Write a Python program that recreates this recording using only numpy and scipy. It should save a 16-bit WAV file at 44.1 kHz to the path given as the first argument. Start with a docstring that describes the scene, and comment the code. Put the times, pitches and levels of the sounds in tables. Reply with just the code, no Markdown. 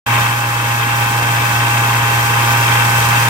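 """A claw vacuum pump runs steadily on a pallet in a workshop hall, a metre or two away.
Its rotors push out air twice per turn of the shaft. These strokes make a deep drone,
and the casing buzzes with their overtones (higher tones at whole multiples of the stroke rate).
Swirling air rushes in time with the strokes, the open inlet hisses, and the hall rumbles and hums."""
import sys
import numpy as np
from scipy import signal
from scipy.fft import rfft, irfft
from scipy.io import wavfile

SR = 44100
rng = np.random.default_rng(int(sys.argv[2]) if len(sys.argv) > 2 else 0)


def dump_mix(stems):
    """Bounce the given channels to the path in sys.argv[1] as a 16-bit WAV at rate SR."""
    frames = np.atleast_2d(stems).T  # one column per channel
    limited = np.clip(frames, -1, 1)  # hard clip at full scale
    pcm = np.round(limited * 32767).astype(np.int16)
    wavfile.write(sys.argv[1], SR, pcm)


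N = 145089

STROKE_HZ, SPEED_WANDER = 117.37, .0005  # puffs of air a second, and the share by which that drifts
START_S = 0.0598  # silence before the sound fades in


def undb(db):
    """Turn decibels into a number to multiply a sound by."""
    return 10 ** (np.asarray(db) / 20)


def walk(rate_hz):
    """A smooth random wobble of typical size 1, mostly slower than rate_hz."""
    f = np.fft.rfftfreq(N, 1 / SR)
    wobble = irfft(rfft(rng.standard_normal(N)) * (f > 0) / (1 + (f / rate_hz) ** 2), N)
    return wobble / wobble.std()


def air():
    """Even stereo noise: part arrives straight, part bounces round the hall and is alike only in the bass."""
    bass_likeness, alike_below_hz = .985, 1020
    direct_share, right_lag_s = 0.23, 0.000377
    f = np.fft.rfftfreq(N, 1 / SR)
    alike = bass_likeness * np.exp(-(f / alike_below_hz) ** 2 / 2)
    common, apart, direct = rfft(rng.standard_normal((3, N)))
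    common = common * np.sqrt((1 + alike) / 2)
    apart = apart * np.sqrt((1 - alike) / 2)
    bounced = np.array([common + apart, common - apart])
    direct = np.array([direct, direct * np.exp(-2j * np.pi * f * right_lag_s)])
    mix = np.sqrt(1 - direct_share) * bounced + np.sqrt(direct_share) * direct
    return irfft(mix, N) * np.sqrt(SR / 2)  # 0 dB in each 1 Hz band


def colour(sound, table):
    """Set how loud each frequency is; standing waves in the hall lift some and weaken others."""
    ripple_db, ripple_spacing_hz = 2.17, 14
    f = np.fft.rfftfreq(N, 1 / SR)
    hz, *sides = np.array(table, float).T
    db = np.array([np.interp(np.log(f + 1), np.log(hz), side) for side in sides])
    bumps = rng.standard_normal(size=4096)
    ripple = np.interp(f / ripple_spacing_hz, np.arange(len(bumps)), bumps)
    return irfft(rfft(sound) * undb(db + ripple_db * ripple), N)


def hall(t):
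    """The motor and the hall rumble, with a few faint, wavering hums."""
    # steady pitches humming in the hall: f/Hz, level/dB
    hum_tones = [(193.8, -43), (301.5, -42), (750, -43)]
    # tone colour of the rumble: f/Hz, level/dB
    rumble_shape = [(20, -82), (33, -80), (43, -68), (56, -57), (80, -57), (130, -53), (165, -55.5),
                    (210, -54), (300, -58.5), (400, -58.5), (560, -58.5), (900, -68), (2000, -88)]
    rumble_db, waver_db = -1, 2.5
    hums = 0
    for hz, db in hum_tones:
        strength = undb(db + waver_db * walk(3.7))
        hums += strength * np.sqrt(2) * np.sin(2 * np.pi * hz * t + 0.87 * walk(6.5))
    return undb(rumble_db) * colour(air(), rumble_shape) + hums


def inlet_hiss(t):
    """Air sucked into the open inlet hisses, slowly growing louder."""
    # tone colour of the hiss: f/Hz, left level/dB, right level/dB
    hiss_shape = [(100, -110, -110), (2000, -70, -73), (3780, -67.5, -68.5), (4080, -61, -63),
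                  (4200, -65.5, -62.5), (5500, -64.5, -64), (6700, -59.5, -65), (7570, -68.5, -69.5),
                  (7820, -64, -60.5), (8970, -66.5, -67), (9900, -69, -68.5), (10800, -71.5, -67),
                  (12000, -64.5, -65), (12500, -68, -68.5), (13200, -65, -64), (14000, -65.5, -66),
                  (15600, -70, -72.5)]
    gain_db, rise_db_per_s, flutter_db, grit_db = -0.5, 0.34, 0.66, 0.9
    db = gain_db + rise_db_per_s * (t - t.mean()) + flutter_db * walk(21) + grit_db * walk(220)
    return colour(air() * undb(db), hiss_shape)


def air_rush(t, angle):
    """Swirling air puffs as the pump's ports open and close, fluttering and swelling now and then."""
    # tone colour of air rushing through casing and silencer: f/Hz, left level/dB, right level/dB
    rush_shape = [(60, -105, -105), (348, -70, -73), (550, -60.5, -60.5), (710, -57.5, -56.5),
                  (887, -52.5, -48.5), (1290, -52.5, -49), (1640, -54, -50), (2000, -52, -54.5),
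                  (2500, -50.5, -57), (2700, -47.5, -65), (2757, -52.5, -55.5), (2870, -65, -69),
                  (3117, -49.5, -66), (3330, -60, -58.5), (3690, -56.5, -71), (4060, -72, -74),
                  (6000, -96, -81)]
    # brief swells of the rushing air: t/s, half length/s, extra level/dB
    swells = [(0.17, 0.11, 2), (0.904, 0.023, 1.8), (1.365, 0.024, 1.3), (2.383, 0.027, 2),
              (2.73, .065, 2.5)]
    gain_db, puff_depth, flutter_db, grit_db = -0.5, 0.094, 0.72, 1.01
    puffs = 1 + puff_depth * (np.cos(2 * angle) + np.cos(3 * angle) + np.cos(5 * angle))
    swell_db = sum(db * np.exp(-((t - at) / half_length) ** 2) for at, half_length, db in swells)
    strength = undb(gain_db + swell_db + flutter_db * walk(24) + grit_db * walk(200))
    return colour(air() * puffs * strength, rush_shape)


def casing_buzz(angle):
    """The casing gives off overtones of the strokes, each wavering in the air flow."""
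    # overtones of the casing: multiple of the stroke rate, left level/dB, right level/dB
    overtones = [(2, -44, -51.5), (3, -65, -43.5), (4, -48.5, -45.5), (5, -45, -47.5), (6, -40.5, -43),
                 (7, -26.5, -26), (8, -32, -26), (9, -31, -32), (10, -31, -30.5), (11, -50, -35),
                 (12, -36.5, -48), (13, -30, -24.5), (14, -29, -28.5), (15, -43, -35), (16, -35, -35),
                 (19, -38, -35), (21, -50, -43), (23, -28, -30.5), (27, -48, -49)]
    gain_db, waver_db, waver_rad = 1.5, 0.82, 0.13
    left_lag_s = 0.0002  # the buzz reaches the left side a little later
    lag = 2 * np.pi * STROKE_HZ * left_lag_s * np.array([[1], [0]])
    buzz = 0
    for multiple, left, right in overtones:
        phase = rng.uniform(0, 2 * np.pi) + waver_rad * walk(9.4)
        db = np.array([[left], [right]]) + gain_db + waver_db * walk(5.5)
        buzz += undb(db) * np.sqrt(2) * np.sin(multiple * (angle - lag) + phase)
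    return buzz


def exhaust_drone(t, angle):
    """Each stroke pushes air out of the exhaust; the pushes blend into one deep tone."""
    gain_db, waver_db, fade_in_s, left_lag_rad = -19, .4, 0.03, 0.053
    fade_in = np.clip((t - START_S) / fade_in_s, 0, 1)
    wave = np.sqrt(2) * np.sin([angle - left_lag_rad, angle])
    return wave * fade_in * undb(gain_db + waver_db * walk(5.5))


def scene():
    """The pump runs at an almost constant speed in its hall."""
    # overall loudness, with a brief swell, a dip, then a slow rise: t/s, level/dB
    loudness_curve = [(.07, -1.5), (.14, 0.3), (.22, 0), (.3, -2.1), (.39, -3), (.8, -2), (1.3, -0.45),
                      (2.2, 0.26), (2.75, 1.2), (3.28, 1.5)]
    fade_in_s = 0.0085
    t = np.arange(N) / SR
    stroke_hz = STROKE_HZ * (1 + SPEED_WANDER * walk(5.6))
    angle = 2 * np.pi * np.cumsum(stroke_hz) / SR  # one full circle per stroke
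    loudness = undb(np.interp(t, *np.array(loudness_curve).T))
    fade_in = np.clip((t - START_S) / fade_in_s, 0, 1)
    pump = exhaust_drone(t, angle) + casing_buzz(angle) + air_rush(t, angle) + inlet_hiss(t)
    return loudness * fade_in * (pump + hall(t))


def record(dry):
    """Cut away the very highest treble."""
    top_hz = 15750
    return signal.sosfilt(signal.ellip(10, .2, 80, top_hz, fs=SR, output="sos"), dry)


dry = scene()
out = record(dry)
dump_mix(out)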